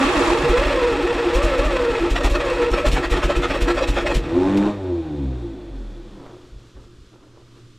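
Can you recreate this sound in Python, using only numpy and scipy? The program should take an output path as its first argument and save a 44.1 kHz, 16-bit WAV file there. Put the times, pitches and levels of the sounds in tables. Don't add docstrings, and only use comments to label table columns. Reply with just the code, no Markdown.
import sys
import numpy as np
from scipy import signal
from scipy.fft import rfft, irfft
from scipy.io import wavfile
from scipy.ndimage import uniform_filter1d

SR = 44100
rng = np.random.default_rng(int(sys.argv[2]) if len(sys.argv) > 2 else 0)


def unload_audio(sound):
    columns = np.transpose(np.atleast_2d(sound))
    steps = np.round(np.clip(columns, -1, 1) * 32767)
    wavfile.write(sys.argv[1], SR, steps.astype(np.int16))


N = 343098
T = np.arange(N) / SR

# (time [s], speed [teeth per second])
CRANK_SPEED = [(0, 335), (.18, 352), (.31, 385), (.45, 422), (1.94, 415), (2.06, 382), (2.2, 420),
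               (2.72, 424), (2.86, 695), (4.2, 680)]
SURGES = [0.67, 1.45, 1.66, 2.26, 2.385]
# (time from its top [s], extra speed [teeth per second])
SURGE = [(-.17, 0), (0, 205), (.08, 120), (.16, 64), (.235, 56), (.3, 0)]
# (time [s], level [dB])
STARTER_LOAD = [(0, -22.5), (.7, -24.5), (1.1, -26), (2.07, -26.5), (2.11, -34.5), (2.37, -33),
                (2.43, -27.5), (2.67, -26.5), (2.71, -34), (2.9, -31.5), (4.14, -34.5), (4.3, -38.5)]
# (middle time [s], level [dB], length [s], ringing note [Hz])
CLASHES = [(1.596, -21.5, 0.012, 1329), (2.167, -21, .032, 1921), (2.214, -24, 0.018, 1846),
           (2.258, -22, 0.039, 997), (2.357, -20.5, .027, 1390), (2.412, -24.5, 0.021, 1247),
           (2.502, -25, 0.015, 1087), (2.621, -29, .022, 839), (2.744, -21.5, 0.03, 1347),
           (2.789, -23.5, 0.044, 1103), (2.863, -23.5, .04, 1754), (2.974, -20.5, 0.035, 760),
           (3.042, -22.5, .032, 1896), (3.136, -24, 0.036, 882), (3.177, -24, .04, 894),
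           (3.237, -21, 0.029, 1265), (3.308, -24, .05, 1150), (3.362, -29, .025, 2570),
           (3.441, -20.5, 0.039, 1440), (3.508, -21.5, .031, 1322), (3.557, -24, 0.042, 1114),
           (3.618, -29.5, 0.025, 2570), (3.699, -20, 0.048, 1354), (3.783, -22.5, .03, 1334),
           (3.834, -24, 0.033, 995), (3.888, -28.5, 0.023, 974), (3.985, -22, 0.058, 828),
           (4.073, -22, .027, 2550), (4.115, -23, 0.028, 1863), (4.155, -33, 0.024, 3057)]
# (middle time [s], pitch [Hz], level [dB])
BARKS = [(2.79, 560, -23.5), (2.853, 590, -22), (3.303, 576.3, -17.5), (3.56, 540, -23), (3.772, 580, -25),
         (3.823, 540, -17), (3.98, 554, -23), (4.06, 592, -24), (4.105, 560, -21.5)]
# (frequency [Hz], width [Hz], boost [dB])
IRON = [(485.7, 15.6, 15.5), (607, 125, 7.5), (837, 52, 7), (912, 13, 6.5), (984, 22, 5.5), (1061, 12, 9),
        (1153, 18, 6), (1204, 13, 5.5), (1317, 62, 8.5), (1685, 14, 7), (1740, 10, 7.5), (1832, 65, 6.5),
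        (1926, 37, 5), (2090, 80, 4), (2390, 42, 2), (2540, 94, 9.5), (2720, 62, 6), (3390, 140, 6)]
# (frequency [Hz], width of each filter pass [Hz], relative level [dB])
HOUSING = [(272.4, 15.7, -6.5), (290, 29, -3.5), (348.2, 33.7, 3), (482.5, 18.6, -2.5)]
# (frequency [Hz], gain [dB])
HOWL = [(190, -32), (250, -22), (276, -15.5), (320, -26.5), (347, -13), (385, -30.5), (440, -31.5),
        (478, -14), (505, -22), (545, -23), (630, -27.5), (740, -38.5)]
# (time [s], thump level before trim [dB])
COUGHS = [(0.492, -16), (0.582, -17.5), (0.657, -19.5), (1.352, -14.5), (1.437, -14.5), (1.587, -17.5),
          (1.654, -17), (2.111, -15), (2.245, -13.3), (2.31, -15), (2.714, -17), (2.865, -13.5),
          (2.927, -14), (3.113, -15), (3.239, -15.5), (3.364, -16), (3.618, -15), (3.886, -15),
          (4.153, -14)]
# (thump level before trim [dB], hiss level before trim [dB])
HISS_LAW = [(-33.5, -52.5), (-17, -42), (-13.5, -32.5)]
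# (coasting level [dB], extra under power [dB], loss below the smooth speed [dB per Hz])
SHAFT_ORDERS = [(3.5, -3, 0), (0, 13.5, 1.1), (-2, 14.5, 1.2), (1, 8.5, 2), (-9.5, 1, 0), (-11, 8.5, 0),
                (-13.5, 4, 0.5), (-19, 12.5, 0.5)]
# (frequency [Hz], gain [dB])
FRAME = [(31, -46.5), (44, -29.5), (51, -43), (67, -23), (77, -42), (85, -28), (104, -36.5), (136, -27),
         (160, -37.5), (180, -55.5), (200, -30), (222, -38), (243, -47), (265, -29.5), (288, -27.5),
         (312, -29), (345, -21.5), (368, -25.5), (388, -36.5), (402, -36.5), (440, -37), (495, -29.5),
         (550, -36.5), (620, -26), (720, -37.5), (830, -29.5)]
# (time [s], pitch [Hz], level [dB], time to fall 60 dB [s])
RINGING_NOTES = [(0.432, 143, -16, 0.17), (2.028, 352, -11, 0.21), (3.675, 347, -12, 0.29),
                 (6.325, 362, -41, 0.7), (6.865, 352, -45, 0.76)]
# (pitch [Hz], relative level [dB], time to fall 60 dB [s])
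HIGH_RING = [(3752, 0, .14), (5852, -2, .2), (7467, -10, .12), (10060, -16, .1)]
# (time [s], relative level [dB])
BUMPS = [(4.565, -31), (6.47, -45), (6.52, -41), (6.56, -47), (6.745, -39), (6.82, -49), (6.975, -47),
         (7.015, -52), (7.24, -67)]
# (peak time [s], level [dB], rise [s], fall [s])
SCUFFS = [(6.275, -39, 0.11, 0.085), (6.768, -45.5, 0.01, 0.065), (7.137, -47.5, 0.011, 0.05),
          (7.24, -49.5, 0.017, 0.054), (7.372, -51.5, 0.025, 0.07), (7.572, -51.5, 0.044, 0.038)]
# (frequency [Hz], level [dB])
HUM = [(119.5, -52.5)]

# (frequency [Hz], relative level [dB])
GRIND = [(60, -9.5), (130, -7.5), (225, -2.5), (290, -9.5), (420, 0.5), (720, -3.5), (1200, -1.5),
         (2250, -5.5), (3100, -9.5), (4000, -12), (5000, -14.5), (6000, -21), (8300, -24), (10500, -39.5),
         (12500, -37.5), (15500, -56)]
# (frequency [Hz], relative level [dB])
OPENING_HISS = [(500, -3), (1100, 26.5), (1500, 13.5), (3000, 6.5), (5500, 2), (7300, 2), (9000, -8),
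                (10500, -5.5), (14000, -34)]
# (frequency [Hz], relative level [dB])
COUGH = [(80, 8), (200, 19), (320, 20.5), (500, 18), (1300, 3), (2500, 15.5), (4500, 9), (7500, 4),
         (9000, -0.5), (11000, -9.5), (12500, -7), (15500, -21)]
# (frequency [Hz], relative level [dB])
RATTLE = [(120, 2), (230, -4.5), (330, 4.5), (430, -1.5), (600, -1.5), (1000, -6), (1500, -12.5),
          (2500, -15.5), (3300, -20.5), (4500, -25.5), (8000, -32.5), (10500, -47), (12500, -48),
          (15500, -57.5)]
# (frequency [Hz], relative level [dB])
BRUSH = [(1500, -10), (2800, -3), (3500, 8.5), (4400, 8.5), (6000, -8), (8000, -16), (14000, -20)]
# (frequency [Hz], relative level [dB])
SCUFF = [(150, -6.5), (330, 16), (750, 2.5), (1200, -1), (2000, -12.5), (5000, -24), (12000, -43)]
# (frequency [Hz], relative level [dB])
AIR = [(20, 13), (45, 5), (90, 2.5), (190, -0.5), (340, 3.5), (450, -6), (800, -22.5), (1200, -9.5),
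       (2100, -19), (3400, -14.5), (7500, -23.5), (10500, -34), (12200, -36.5), (15500, -54.5)]

# (frequency [Hz], side against middle [dB])
WIDTH = [(60, -29.5), (380, -24.5), (700, -10), (1300, -7), (4400, -4.5), (9000, -6), (15000, -18.5)]
# (frequency [Hz], side against middle [dB])
SPARKLE = [(2000, -50), (7000, -26), (10500, -20), (11800, -1), (15000, -1)]
# (time [s], level against fully open [dB])
IMAGE = [(0, 0), (.3, -1.5), (.7, -11), (1.1, -24), (1.6, -62), (6.2, -43.5), (6.65, -13), (7.78, -5.5)]

FIRST_STROKE_S, TEETH_PER_STROKE = 0.042, 45
PUFF_DB, PUFF_SPREAD_DB = -27, 1.5
SAG_HZ, SAG_LAG_S, SAG_HOWL_DB, CARRY_HZ = 67.82, 0.014, -1, 54.94
FIRM_LOAD_DB, HOWL_END_S = -24.5, 2.69
DRONE_DB, DRONE_FOLLOW = -28.5, 0.31
HISS_DB, HISS_HOLD_S, HISS_FADE_DB_PER_S = -27.5, 0.31, 55
RING_DB, RING_T60_S, RING_RISE_S = -0.7, 0.13, 0.004
BARK_S, BARK_ROUGH = 0.026, 0.5

FREE_S, POWER_OFF_S, COAST_S, FADE_S = 4.22, 4.67, 4.72, 6.22
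FREE_HZ, TOP_HZ, RACE_S, SLOW_S = 67.64, 106.55, 0.2, 1.25
FULL_POWER_S, POWER_RISE_S, POWER_FALL_S = 4.37, 0.093, 0.07
NOISE_RISE_S, NOISE_FALL_S = 0.25, 0.11
SMOOTH_HZ, FLUTTER = 59.4, 0.089
# (drive at top speed [dB], slope [dB per octave of speed], extra under power [dB])
ROTOR_RATTLE, ROTOR_BRUSH = (-37, 7.5, 11), (-59.5, 4.6, 7.1)
RUB_DB = 4


def crank():
    extra_hz = np.max([np.interp(T - s, *np.transpose(SURGE)) for s in SURGES], axis=0)
    steady_hz = curves(CRANK_SPEED)[1] + extra_hz
    teeth = np.cumsum(steady_hz) / SR
    strokes = [FIRST_STROKE_S]
    for cough_s, _ in COUGHS:
        first, last = np.interp([strokes[-1], cough_s], T, teeth)
        count = max(round((last - first) / TEETH_PER_STROKE), 1)
        stroke_teeth = np.linspace(first, last, count + 1)[1:]
        strokes += list(np.interp(stroke_teeth, teeth, T))
    labour = np.clip(1 - extra_hz / CARRY_HZ, 0, 1)
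    stroke_count = np.interp(T - SAG_LAG_S, strokes, np.arange(len(strokes)))
    compression = np.cos(2 * np.pi * stroke_count)
    return steady_hz - SAG_HZ * labour * compression, labour, strokes


def gears(teeth_hz, labour, strokes, click_share=0.31, flutter_db=1.5, jitter=0.012):
    on, load_db = curves(STARTER_LOAD)
    turns = np.cumsum(teeth_hz * (1 + jitter * wander(60))) / SR
    backlash = turns + 0.2 * wander(300)
    clicks = impacts(backlash, spread_db=1)
    teeth = np.sqrt(click_share) * clicks + np.sqrt(1 - click_share) * noise()
    teeth = evened(teeth * gain_of(flutter_db * wander(63)))
    grind = colour(teeth * on * gain_of(load_db - 2.0), GRIND, IRON, band=(900, 4000))

    hiss_db = HISS_DB - HISS_FADE_DB_PER_S * np.maximum(T - HISS_HOLD_S, 0)
    opening_hiss = colour(noise() * gain_of(1.9 * wander(110) + hiss_db), OPENING_HISS)

    drone = evened(sum(gain_of(db) * resonate(noise(), hz, width) for hz, width, db in HOUSING))
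    drone = evened(drone / np.sqrt(abs(uniform_filter1d(drone ** 2, size=1100)) + 0.31))
    piston_db = 1.8 * sum(swell(s + SAG_LAG_S, 0.061) for s in strokes)
    shake_db = 3 * sum(swell(s + 0.0099, 0.045) for s, *_ in CLASHES)
    follow_db = DRONE_FOLLOW * (load_db - FIRM_LOAD_DB)
    drone_db = DRONE_DB + follow_db + piston_db + shake_db + 2.3 * wander(22)

    note = howl(turns, load_db - FIRM_LOAD_DB + SAG_HOWL_DB * labour)
    return grind + clashes(teeth[::-1]) + opening_hiss + note + on * gain_of(drone_db) * drone


def howl(turns, load_db, rough=0.32, overtone_db=(-35, -38.5, -44)):
    turn = np.exp(2j * np.pi * turns)
    raggedness = np.sqrt(rough) * (wander(85) + 1j * wander(85))
    beat = (np.sqrt(2 - 2 * rough) + raggedness) * turn
    overtones = sum(gain_of(db) * (1 + 0.45 * (wander(35) + 1j * wander(35))) * turn ** k
                    for k, db in enumerate(overtone_db, 2))
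    meshed = gate(0, HOWL_END_S)
    note = colour(beat.real * meshed * gain_of(np.minimum(0.73 * load_db, 0)), HOWL, band=None)
    flat = [(0, 0.027)]
    return note + colour(overtones.real * meshed * gain_of(load_db), flat, IRON[1:], band=None)


def clashes(teeth, mode_db=3.75, chatter_db=0.5):
    out, t = np.zeros(N), np.arange(-4096, 4096) / SR
    hz, age = np.fft.rfftfreq(len(t), 1 / SR), t - t[0]
    iron = colour(teeth * gain_of(chatter_db * wander(136)), GRIND, IRON[1:], band=(900, 4000))
    dying = (1 - np.exp(-age / RING_RISE_S)) * gain_of(RING_DB - 60 * age / RING_T60_S)
    chances = rng.standard_normal((len(CLASHES), 60))
    for (s, db, length, note_hz), luck in zip(CLASHES, chances):
        rising, falling = (2.15 * t / length) ** 2, abs(1.53 * t / length) ** 1.53
        shape = np.exp(-np.minimum(np.where(t < 0, rising, falling), 50))
        start = round((s + t[0]) * SR)
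        favour = gain_of(mode_db * np.interp(hz, np.geomspace(500, 12000, num=len(luck)), luck))
        chatter = irfft(rfft(iron[start:start + len(t)] * shape) * favour)
        chatter *= np.linalg.norm(shape) / np.linalg.norm(chatter)
        add(out, s + t[0], gain_of(db) * chatter)
        add(out, s - length / 3, gain_of(db) * dying * np.sin(2 * np.pi * note_hz * age))
    ragged = 1 + BARK_ROUGH * (wander(119.8) + 1j * wander(110))
    barks = sum(gain_of(db) * swell(s, BARK_S) * np.exp(2j * np.pi * f * T) for s, f, db in BARKS)
    return out + np.sqrt(2) * (ragged * barks).real


def exhaust(strokes, pipe_hz=42, rise=0.011, sharpness=0.61, hiss_lead=0.018, hiss_rise=0.022):
    thumps, hisses, booms = np.zeros(N), np.zeros(N), np.zeros(N)
    t = np.arange(SR // 5) / SR
    ring = (t / rise * np.exp(1 - t / rise)) ** sharpness * -np.sin(2 * np.pi * pipe_hz * t)
    puff = (t / hiss_rise * np.exp(1 - t / hiss_rise)) ** 2
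    for s, luck in zip(strokes, rng.standard_normal(len(strokes))):
        puff_db = PUFF_DB + PUFF_SPREAD_DB * luck
        thump_db = next((db for at, db in COUGHS if np.isclose(at, s)), puff_db)
        hiss_db = np.interp(thump_db, *np.transpose(HISS_LAW)) - 4.5
        boom_db = thump_db - 20 + 6 * (s > HOWL_END_S)
        add(thumps, s, gain_of(thump_db + 4.0) * ring)
        add(booms, s, gain_of(boom_db) * puff)
        add(hisses, s - hiss_lead, gain_of(hiss_db) * puff)
    gas = evened(noise() * gain_of(1.7 * wander(260)))
    hiss = colour(hisses * gas, COUGH, band=(6000, 14000))
    shudder = curves(STARTER_LOAD)[0] * gain_of(-36) * resonate(noise(), 52.0, 94)
    return thumps + shudder + booms * resonate(noise(), 125, 150) + hiss


def free_starter(jitter=0.0027, buzz_share=0.69, scrape_share=0.54):
    racing_s = np.clip(T, FREE_S, COAST_S) - FREE_S
    raced_hz = TOP_HZ - (TOP_HZ - FREE_HZ) * np.exp(-racing_s / RACE_S)
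    shaft_hz = raced_hz * np.exp(-np.maximum(T - COAST_S, 0) / SLOW_S)
    on = gate(FULL_POWER_S, FADE_S, rise=FULL_POWER_S - FREE_S + 0.078)
    turning = gate(FREE_S, FADE_S, rise=0.1, fall=1.0)
    power = gate(FULL_POWER_S, POWER_OFF_S, POWER_RISE_S, POWER_FALL_S)
    noise_power = gate(FULL_POWER_S, POWER_OFF_S, NOISE_RISE_S, NOISE_FALL_S)
    rattle_db, brush_db = (db + slope * np.log2(shaft_hz / TOP_HZ) + extra * noise_power
                           for db, slope, extra in (ROTOR_RATTLE, ROTOR_BRUSH))
    turns = np.cumsum(shaft_hz * (1 + jitter * wander(30))) / SR

    below_hz = np.maximum(SMOOTH_HZ - shaft_hz, 0)
    hum = np.zeros(N)
    for k, (db, extra_db, loss) in enumerate(SHAFT_ORDERS, 1):
        order_db = read(FRAME, k * shaft_hz) + db + extra_db * power - loss * below_hz
        tone = np.cos(2 * np.pi * (k * turns + rng.random()))
        hum += gain_of(order_db) * tone * (1 + FLUTTER * k * wander(28))

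    wobble, flicker = turns + 0.0066 * wander(90), wander(9.2)
    buzz = np.zeros(N)
    for k in range(len(SHAFT_ORDERS) + 1, 20):
        tone = np.cos(2 * np.pi * (k * wobble + rng.random()))
        buzz += tone * (1 + 0.75 * np.roll(flicker, k * SR // 4)) * min(1, (10 / k) ** 2)
    rub_db = RUB_DB * power * np.cos(2 * np.pi * turns)
    scrape = evened(noise() * gain_of(rub_db + 0.5 * wander(73)))
    drive = scrape_share * scrape + on * np.sqrt(4 * buzz_share * shaft_hz / SR) * buzz
    # (frequency [Hz], width [Hz], boost [dB])
    modes = [(284.0, 64, 8.2), (343.0, 21, 9.7), (504, 71, 6.5), (830, 41, 2.6),
             (1500, 56, 6), (1850, 100, 5.4), (2440, 92, 3.9)]
    rattle = colour(drive * turning * gain_of(rattle_db), RATTLE, modes, band=(500, 2500))

    slow = np.clip((64 - shaft_hz) / 14, 0, 1)
    high_song, low_song = resonate(noise(), 3550, 460), resonate(noise(), 3430, 200)
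    song = np.sqrt(1 - slow) * high_song + np.sqrt(slow) * low_song
    brush_noise = colour(noise(), BRUSH, band=(3000, 4200))
    brushes = turning * gain_of(brush_db) * (1.25 * song + 0.8 * brush_noise)
    return on * hum + rattle + brushes


def rings_and_tick(ring_s=3.9, tick_s=4.572, tick_db=-31):
    out, ticks, t = np.zeros(N), np.zeros(N), np.arange(SR // 3) / SR
    for at, hz, level_db, t60 in RINGING_NOTES:
        fade = gain_of(level_db - 60 * t / t60) * (1 - np.exp(-t / 0.0048))
        add(out, at, fade * np.sin(2 * np.pi * hz * t))
    ring = sum(gain_of(db - 60 * t / t60) * np.sin(2 * np.pi * hz * t) for hz, db, t60 in HIGH_RING)
    burst = 1.2 * np.exp(-t / 0.009) * rng.standard_normal(len(t))
    add(out, ring_s, (1 - np.exp(-t / 0.0011)) * gain_of(-44) * (ring + burst))
    add(ticks, tick_s, gain_of(tick_db) * np.exp(-t / 0.0097))
    return out + colour(ticks * noise(), COUGH, band=(900, 16000))


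def yard():
    air = gain_of(-51) * colour(noise(), AIR) * gain_of(0.95 * wander(6.9))
    hum = sum(np.sqrt(2) * gain_of(db) * np.sin(2 * np.pi * (hz * T + rng.random())) for hz, db in HUM)
    bumps, t = np.zeros(N), np.arange(SR // 4) / SR
    for s, db in BUMPS:
        add(bumps, s, gain_of(db) * np.exp(-t / 0.043) * (1 - np.exp(-t / 0.0022)))
    low = resonate(noise(), 45, 40) + 0.19 * resonate(noise(), 315, 170)
    crunch = evened(noise() * gain_of(3.0 * wander(200)))
    scuff_shape = sum(gain_of(db) * np.exp(-np.maximum((s - T) / rise, (T - s) / fall))
                      for s, db, rise, fall in SCUFFS)
    # (frequency [Hz], width [Hz], boost [dB])
    modes = [(360, 35, 4.2), (985, 70, 4.4), (1300, 100, 4.1)]
    scuffs = colour(crunch * scuff_shape, SCUFF, modes)
    return air + hum * (1 + 0.5 * wander(13)) + 1.45 * bumps * low + scuffs


def shimmer(x, wet=0.32, decay=0.0047, above_hz=2200):
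    t = np.arange(SR // 10) / SR
    b, a = signal.butter(2, above_hz, "high", fs=SR)
    tail = rng.standard_normal(len(t)) * np.exp(-t / decay)
    treble = signal.filtfilt(b, a, x)
    ringing = signal.oaconvolve(treble, tail / np.linalg.norm(tail))[:N]
    return x + (np.sqrt(1 - wet ** 2) - 1) * treble + wet * ringing


def scatter(x, spectrum):
    t = np.arange(SR // 20) / SR
    z = rfft(rng.standard_normal(len(t)) * np.exp(-t / 0.024))
    gain = gain_of(read(spectrum, np.fft.rfftfreq(len(t), 1 / SR)))
    return signal.oaconvolve(x, irfft(z / abs(z) * gain))[:N]


def gain_of(db):
    return 10 ** (np.asarray(db) / 20)


def evened(x):
    return x / np.sqrt(np.mean(x ** 2) + 1e-20)


def read(points, hz):
    f, value = np.transpose(points)
    return np.interp(np.log(hz + 1), np.log(f + 1), value)


def curves(rows):
    s, *columns = np.transpose(rows)
    return [gate(s[0], s[-1])] + [np.interp(T, s, c) for c in columns]


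def gate(start, end, rise=0.03, fall=0.1):
    return np.clip(1 + np.minimum((T - start) / rise, (end - T) / fall), 0, 1)


def add(mix, s, sound):
    part = mix[max(round(s * SR), 0):][:len(sound)]
    part += sound[:len(part)]


def noise():
    return rng.standard_normal(N)


def wander(hz):
    f = np.fft.rfftfreq(2 * SR * 4, 1 / SR)
    return evened(irfft(rfft(noise(), 2 * len(f) - 2) * np.exp(-(f / hz) ** 2))[:N])


def swell(s, length):
    return np.exp(-np.minimum((2 * (T - s) / length) ** 2, 50))


def colour(x, spectrum, modes=(), band=(20, 16000)):
    size = 8192
    hz = np.fft.rfftfreq(size, 1 / SR)
    db = read(spectrum, hz) + sum(d / (1 + (2 * (hz - f) / w) ** 2) for f, w, d in modes)
    gain = gain_of(db)
    if band:
        gain = gain / np.sqrt(np.mean(gain ** 2 * (hz > band[0]) * (hz < band[1])))
    cepstrum = irfft(np.log(gain))
    cepstrum[1:size // 2] *= 2
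    cepstrum[size // 2 + 1:] = 0
    return signal.oaconvolve(x, irfft(np.exp(rfft(cepstrum)))[:size // 2])[:N]


def resonate(x, hz, width):
    b, a = signal.iirpeak(hz, hz / width, SR)
    return evened(signal.lfilter(b, a, signal.lfilter(b, a, x)))


def impacts(turns, spread_db):
    hits = np.diff(np.floor(turns), prepend=0) > 0
    return evened(hits * gain_of(spread_db * np.clip(noise(), -2, 2)))


def scene():
    teeth_hz, labour, strokes = crank()
    machine = gears(teeth_hz, labour, strokes) + exhaust(strokes) + free_starter()
    mid = shimmer(machine) + rings_and_tick() + yard()
    opening = gain_of(curves(IMAGE)[1])
    lean = -0.11 * mid
    side = opening * (scatter(mid, WIDTH) + lean) + scatter(mid, SPARKLE)
    return np.array([mid + side, mid - side])


def record(dry):
    edge_hz = 15650
    low_pass = signal.firwin(511, edge_hz, window=("kaiser", 9), fs=SR)
    return signal.oaconvolve(dry, low_pass[None], "same")


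dry = scene()
out = record(dry)
unload_audio(out)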